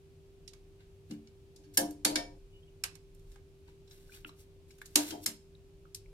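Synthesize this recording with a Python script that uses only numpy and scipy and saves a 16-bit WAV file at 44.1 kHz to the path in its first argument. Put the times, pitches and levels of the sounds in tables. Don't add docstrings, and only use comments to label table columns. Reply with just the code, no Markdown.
import sys
import numpy as np
from scipy import signal
from scipy.fft import rfft, irfft
from scipy.io import wavfile

SR = 44100
rng = np.random.default_rng(int(sys.argv[2]) if len(sys.argv) > 2 else 0)


def transcribe(u):
    v = np.clip(np.atleast_2d(u).T, -1, 1)
    q = np.round(v * 32767).astype(np.int16)
    wavfile.write(sys.argv[1], SR, q)


N = 270326

# (time [s], favoured mode [Hz], level [dB], tilt below the middle band [dB per band],
# tilt above it [dB per band], chatter decay [ms], ringing level [dB], left over right [dB])
TONG_CLINKS = [(0.4775, 3960, -20, -12.5, -9, 1.5, -5, -7.5), (0.5336, 3220, -31, 0, -5, 2.4, -6, -4),
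               (1.1088, 2890, -25, 0.5, -7, 2.2, 4, 0), (1.2723, 2270, -34, -4.5, -20, 1.5, 7, 0),
               (1.5596, 3650, -30, -25, -5.5, 4.1, -3, 0), (1.6342, 6500, -39, 0.1, -8, 9.7, 11, -3),
               (1.7724, 1740, 0.5, 0.5, 5, 2.52, 8, -1.7), (1.907, 8700, -36, 1.5, 7, 2.3, 4, -4),
               (2.0482, 4535, 4, -2, -1, 3.07, 2, -1), (2.1559, 2270, 1, -0.5, -7, 2.87, 8.5, 0),
               (2.8375, 3100, -7, 0.5, 0, 1.67, -7, -4), (2.9533, 3100, -32, 0, -1, 1.3, -12, -8.5),
               (3.1464, 5400, -51, 1, 8, 2.6, 12.5, -2.5), (3.1931, 3650, -50, -2.3, 3, 1.8, 11, -2.5),
               (3.317, 7500, -39.5, -0.5, -3, 1.55, 10.5, -5), (3.3575, 2700, -44, 8, -2.5, 1.8, 3.5, -7),
               (3.8743, 3960, -37.5, -3.5, -11.5, 2.66, 17, -2.5),
               (3.91, 3960, -28.5, -5, -22, 1.6, 3, -2.5), (4.2903, 3960, -35, 2.5, -8, 2.3, 7, -1),
               (4.7072, 2270, -33.5, -3, -7, 2, 9, 2.5), (4.781, 7120, -42.5, 4, 3.5, 5.1, -1, -3.5),
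               (4.8159, 3800, -36, 9, -1, 0.51, -4, 4), (4.857, 3800, -28, -10, -1, 2.8, -13, -1.5),
               (4.9561, 7300, 6, -2, 1, 2.53, -3, -1.5), (5.1058, 3220, -14, -0.5, -5.5, 3.4, 4, -0.5),
               (5.2604, 5350, -4, -2, 2.5, 2.4, 4, -0.5), (5.9464, 5720, -16.5, -10, 0.5, 1.7, -2, 0.5)]
# (frequency [Hz], level [dB], 60 dB decay [s])
TONG_MODES = [(1640, -5, .11), (1810, -6, .13), (2270, -4, .1), (2890, -6, .07), (3220, -4, .065),
              (3650, -6, .05), (3960, -5, .05), (4535, -2, .06), (5380, -1.5, .04), (5600, -4, .04),
              (6050, -6, .04), (6730, -7, .035), (7120, -5, .03), (7560, -4, .035), (8600, -5, .03),
              (9850, -8, .03), (10750, -5, .03), (11400, -7, .025), (12800, -10, .02)]
CLINK_EDGES_HZ = [700, 1900, 3800, 6500, 11000, 14500]
CLINK_COLOUR_DB = [-9, -4.5, -0.35, 1.5, -6.5]
# (time [s], level [dB], rocking [ms], upper modes [dB], lower modes [dB],
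# ring length [factor])
PAN_KNOCKS = [(1.1, -41.5, 19, -19.5, 9, 0.88), (1.587, -60, 8.5, -2, 1, 0.49),
              (1.651, -57.5, 73, -13, -24, 0.74), (1.774, -33, 28, 5.5, -1, 0.43),
              (1.798, -33, 58, -16, 0.5, 0.85), (2.049, -33.5, 20.6, 6, 1.5, 0.33),
              (2.083, -34, 76, -1.5, -2, 0.43), (2.156, -32, 21, -3.5, -10.5, 0.67),
              (4.247, -53.5, 20, -9.5, 0, 0.41), (4.959, -27.5, 20.3, -2, -12, 0.36),
              (4.997, -41.5, 140, -14, -9, 0.22), (5.117, -38, 26, -2, -5, 0.5),
              (5.261, -47.5, 16.6, -5, 8, 0.67)]
# (frequency [Hz], level [dB], 60 dB decay [s])
PAN_MODES = [(150, -16, .3), (183, -12, .3), (221, -8, .5), (296, -1, .3), (340, -14, .15), (425, -12, .2),
             (550, -13, .16), (624, -10, .25), (700, -11, .25), (790, -15, .12), (870, -13, .17),
             (942, -15, .45)]
# (time of the top [s], level [dB], swell [ms], fade [ms], 1-4 kHz against the treble [dB])
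SCRAPES_AND_HISSES = [(0.804, -85.5, 22, 104, 17), (1.114, -65.5, 36, 70, -1), (1.741, -52, 5.4, 40, -20),
                      (3.345, -71.5, 192, 40, -7), (3.688, -76.5, 47, 63, 8), (3.92, -65.5, 55, 290, -5.5),
                      (4.154, -55.5, 63, 59, -5), (4.275, -57.5, 17, 31, -16.5),
                      (4.404, -60.5, 49, 52, -14), (4.696, -69, 30, 130, -12), (4.816, -59.5, 6, 18, -7.5),
                      (4.86, -51.5, 9.3, 15, -22), (5.0, -46, 15, 85, -5), (5.088, -48, 146, 81, -7),
                      (5.243, -47, 34, 8.5, -25)]
# (time [s], peak level [dB], starting pitch [Hz], ring to 60 dB down [cycles])
WATER_PLOPS = [(3.358, -53, 790, 17.4), (3.357, -51, 1600, 23), (3.682, -50.5, 948, 25),
               (4.094, -46, 1487, 29), (4.12, -49, 2370, 160), (4.139, -44, 2850, 58),
               (4.155, -54, 2460, 40), (4.247, -17.5, 2740, 13.7), (4.247, -37.5, 1360, 47),
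               (4.247, -11, 2140, 4.9), (4.249, -48, 3120, 7.7), (4.262, -40, 2480, 23),
               (4.292, -36, 1150, 18), (4.292, -45.5, 4040, 44), (4.705, -48.5, 2284, 30),
               (4.816, -26, 1707, 16.4), (5.551, -45.5, 3800, 31), (5.853, -44, 1285, 25),
               (6.059, -46.5, 2286, 20)]
# (time [s], length [s], pitch [Hz], level [dB])
SQUEAK_TONES = [(2.518, 0.087, 2940, -67), (2.623, 0.019, 3200, -65.5), (2.668, 0.032, 2966, -70)]
# (delay [ms], three times)
SCATTER_DELAYS_MS = [(.14, .39, .88), (.23, .55, .73)]
# (frequency [Hz], 60 dB decay [s], relative level [dB])
ROOM_TAIL = [(199.3, 0.22, -10.5), (475, 0.13, 23), (949.5, 0.26, 4.5), (2930, 0.25, 4),
             (7800, 0.41, -10.5), (15770, 0.19, -14)]
# (frequency [Hz], likeness [-1 to 1])
MIC_LIKENESS = [(60, 0.71), (300, 0.98), (640, 0.09), (1400, 0.015), (15000, 0.051)]
# (frequency [Hz], relative level [dB per Hz])
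NOISE_COLOUR = [(26, -35), (45, -4.5), (88, -2), (118, -12), (155, -4), (189, -20.5), (309, -16.5),
                (396, -15.5), (426, -20.5), (1140, -34), (2020, -37), (2460, -33), (13900, -45),
                (16500, -50)]
# (frequency [Hz], width [Hz], rms level [dB])
HUM_LINES = [(391.4, 1.6, -62), (98, 6.7, -68), (162.5, 11, -73)]
# (time [s], rms level [dB])
RUMBLE_SWELLS = [(0.0, -82), (0.07, -71.5), (0.87, -58.5), (1.02, -74), (1.81, -67), (2.42, -52.5),
                 (2.46, -59), (2.78, -64), (3.33, -53.5), (3.48, -66.5), (4.22, -61), (4.47, -68),
                 (5.96, -65.5), (6.13, -56)]

SPOT_DB, SPOT_OCTAVES = 9.5, .12
STROKE_RANGE_DB = 20
PLOP_RISE_PER_S = 3.0
PLOP_DIRECT_DB, PLOP_ROOM_DB = -5, -4
TAIL_DB, BACKGROUND_DB = -8, -60
CUTOFF_HZ = 16850


def from_db(db):
    return 10 ** (np.asarray(db) / 20)


def rms_one(x):
    return x / np.sqrt(np.mean(x ** 2) + 1e-20)


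def energy_one(x):
    return x / np.sqrt(np.sum(x ** 2) + 1e-20)


def peak_one(x):
    return x / np.abs(x).max()


def at_hz(points, hz, axis=1):
    points = np.array(points)
    return np.interp(np.log(hz), np.log(points[:, 0]), points[:, axis])


def band(x, low_hz, high_hz):
    sos = signal.butter(2, [low_hz, high_hz], "band", fs=SR, output="sos")
    return signal.sosfilt(sos, x + 1e-18)


def ring(x, hz, t60):
    decay, turn = from_db(-60 / (t60 * SR)), 2 * np.pi * hz / SR
    return signal.lfilter([0, np.sin(turn)], [1, -2 * decay * np.cos(turn), decay ** 2], x + 1e-18, axis=-1)


def diffuse_pair(mid, side, alike):
    return np.sqrt(1 + alike) * mid + np.sqrt(1 - alike) * side * [[1], [-1]]


def add(out, s, sound):
    i = round(s * SR)
    out[..., i:i + sound.shape[-1]] += sound[..., :N - i]


def chatter(ms, rise, size):
    t = np.arange(size) / SR / (max(ms, .3) / 1000)
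    swarm = rng.standard_normal(size) * from_db(3.2 * rng.standard_normal(size))
    return energy_one(swarm * (1 - np.exp(-t / rise)) * np.exp(-t))


def clinks():
    out = np.zeros((2, N))
    steps = np.arange(5) - 2
    mode_hz = np.array(TONG_MODES)[:, 0]
    for s, spot_hz, db, low_db, high_db, ms, ringing_db, pan_db in TONG_CLINKS:
        crack = chatter(ms, rise=1.0, size=7000)
        rattle = np.array([chatter(ms * 9.56, rise=0.15, size=7000)
                           + from_db(4.5) * chatter(ms, rise=1.0, size=7000) for ear in range(2)])
        contact = crack + rattle

        spot_db = SPOT_DB * np.exp(-(np.log2(mode_hz / spot_hz) / SPOT_OCTAVES) ** 2)
        strengths = from_db(spot_db + rng.normal(0, 2.5, len(TONG_MODES)))
        shifts = 1 + rng.normal(0, .008, len(TONG_MODES))
        modes = 0
        for strength, shift, (hz, mode_db, t60) in zip(strengths, shifts, TONG_MODES):
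            modes = modes + strength * from_db(mode_db) * peak_one(ring(contact, hz * shift, t60))
        steel = contact + from_db(ringing_db) * energy_one(modes)

        tilt_db = np.abs(steps) * np.where(steps < 0, low_db, high_db)
        band_db = db + np.array(CLINK_COLOUR_DB) + tilt_db
        sound = 0
        for low, high, step, level_db in zip(CLINK_EDGES_HZ, CLINK_EDGES_HZ[1:], steps, band_db):
            sound = sound + from_db(level_db) * (-1.) ** step * energy_one(band(steel, low, high))
        add(out, s - .001, sound * from_db([[pan_db / 2], [-pan_db / 2]]))
    return out


def knocks():
    out, t = np.zeros(N), np.arange(13000) / SR
    for s, db, ms, upper_db, lower_db, length in PAN_KNOCKS:
        jolts = band(chatter(ms, rise=0.18, size=len(t)), 280, 1200)
        for hz, level_db, full_t60 in PAN_MODES:
            t60 = full_t60 * max(length, .1)
            mode = ring(jolts, hz, t60)
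            if hz < 320:
                envelope = (1 - np.exp(-t * 3000 / ms)) * from_db(-60 * t / t60)
                mode = envelope * np.sin(2 * np.pi * hz * t) + 0.3 * peak_one(mode)
            mode_db = db + level_db + (upper_db + rng.normal(0, 1.5)) * (hz > 400) + lower_db * (hz < 250)
            add(out, s, from_db(mode_db) * peak_one(mode))
    return out


def scrapes_and_hisses():
    t, treble, body = np.arange(N) / SR, np.zeros(N), np.zeros(N)
    slips = rng.standard_normal(N) * from_db(3.0 * rng.standard_normal(N))
    slips *= from_db(2.0 * rms_one(band(rng.standard_normal(N), 4.4, 120)))
    modes = sum(from_db(db) * ring(slips, hz, t60 * 0.043) for hz, db, t60 in TONG_MODES)
    rubbed = rms_one(slips) + 0.12 * rms_one(modes)
    bright = rms_one(band(rubbed, 4000, 15000))
    dull = -rms_one(band(rubbed, 1000, 4000))
    for s, db, swell_ms, fade_ms, dull_db in SCRAPES_AND_HISSES:
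        near = slice(round((s - .4) * SR), round((s + .6) * SR))
        side_ms = np.maximum(np.where(t[near] < s, swell_ms, fade_ms), 2)
        away = np.abs(t[near] - s) * 1000 / side_ms
        strength = from_db(db - STROKE_RANGE_DB * away)
        treble[near] += strength
        body[near] += strength * from_db(dull_db)
    return bright * treble + dull * body


def plops():
    out, t = np.zeros(N), np.arange(4000) / SR
    for s, db, hz, cycles in WATER_PLOPS:
        swell = 1 - np.exp(-(t * hz / 1.8) ** 2)
        fade = from_db(db - 60 * t * hz / cycles)
        rising_time = t + PLOP_RISE_PER_S * t ** 2 / 2
        add(out, s, swell * fade * np.sin(2 * np.pi * hz * rising_time))
    return out


def squeak():
    out = np.zeros(N)
    for s, length, hz, db in SQUEAK_TONES:
        size = round(length * SR)
        waver, flutter = band(rng.standard_normal((2, size)), 30, 200)
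        pitch = hz * (1 + 0.011 * rms_one(waver))
        tone = np.sin(2 * np.pi * np.cumsum(pitch) / SR)
        add(out, s, from_db(db + 3.6 * rms_one(flutter)) * np.sqrt(np.hanning(size)) * tone)
    return out


def kitchen(x):
    t = np.arange(SR // 2) / SR
    edges = 100 * 2 ** np.arange(0, 7.6, .5)
    tail = 0
    for low, high in zip(edges, edges[1:]):
        hz = np.sqrt(low * high)
        mid, side = band(rng.standard_normal((2, len(t))), low, high)
        pair = diffuse_pair(mid, side, np.clip(at_hz(MIC_LIKENESS, hz), 0, 1))
        tail = tail + pair * from_db(at_hz(ROOM_TAIL, hz, axis=2) - 60 * t / at_hz(ROOM_TAIL, hz))
    bass, near = (signal.sosfilt(signal.butter(4, 550, kind, fs=SR, output="sos"), x)
                  for kind in ("low", "high"))
    for ear, delays_ms in enumerate(SCATTER_DELAYS_MS):
        for ms in delays_ms:
            allpass = np.zeros(round(ms * SR / 1000) + 1)
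            allpass[[0, -1]] = 1, .55
            near[ear] = signal.lfilter(allpass[::-1], allpass, near[ear])
    return bass + near + from_db(TAIL_DB) * signal.fftconvolve(x, energy_one(tail), axes=1)[:, :N]


def background():
    hz = np.maximum(np.arange(N // 2 + 1) * SR / N, 10)
    mid, side = rfft(rng.standard_normal((2, N)))
    pair = diffuse_pair(mid, side, np.clip(at_hz(MIC_LIKENESS, hz), -1, 1))
    out = from_db(BACKGROUND_DB) * rms_one(irfft(pair * from_db(at_hz(NOISE_COLOUR, hz)), N))
    for line_hz, width_hz, db in HUM_LINES:
        narrow = 1 / (1 + ((hz - line_hz) / width_hz * 2) ** 2)
        wavering = irfft(rfft(rng.standard_normal(N)) * narrow, N)
        steady = np.sqrt(2) * np.sin(2 * np.pi * line_hz * np.arange(N) / SR) * (line_hz > 300)
        out = out + from_db(db) * rms_one(steady + 0.05 * rms_one(wavering))
    return out


def rumble():
    s, db = np.transpose(RUMBLE_SWELLS)
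    deep = band(band(rng.standard_normal(N), 20, 45), 20, 45)
    return from_db(np.interp(np.arange(N) / SR, s, db)) * rms_one(deep)


def scene():
    water = plops()
    hob = clinks() + knocks() + scrapes_and_hisses() + from_db(PLOP_ROOM_DB) * water + squeak()
    return kitchen(hob) + from_db(PLOP_DIRECT_DB) * water + background() + rumble()


def record(dry):
    dull = signal.sosfilt(signal.butter(2, 15000, fs=SR, output="sos"), dry)
    return signal.sosfilt(signal.cheby2(20, 90, CUTOFF_HZ, fs=SR, output="sos"), dull)


dry = scene()
out = record(dry)
transcribe(out)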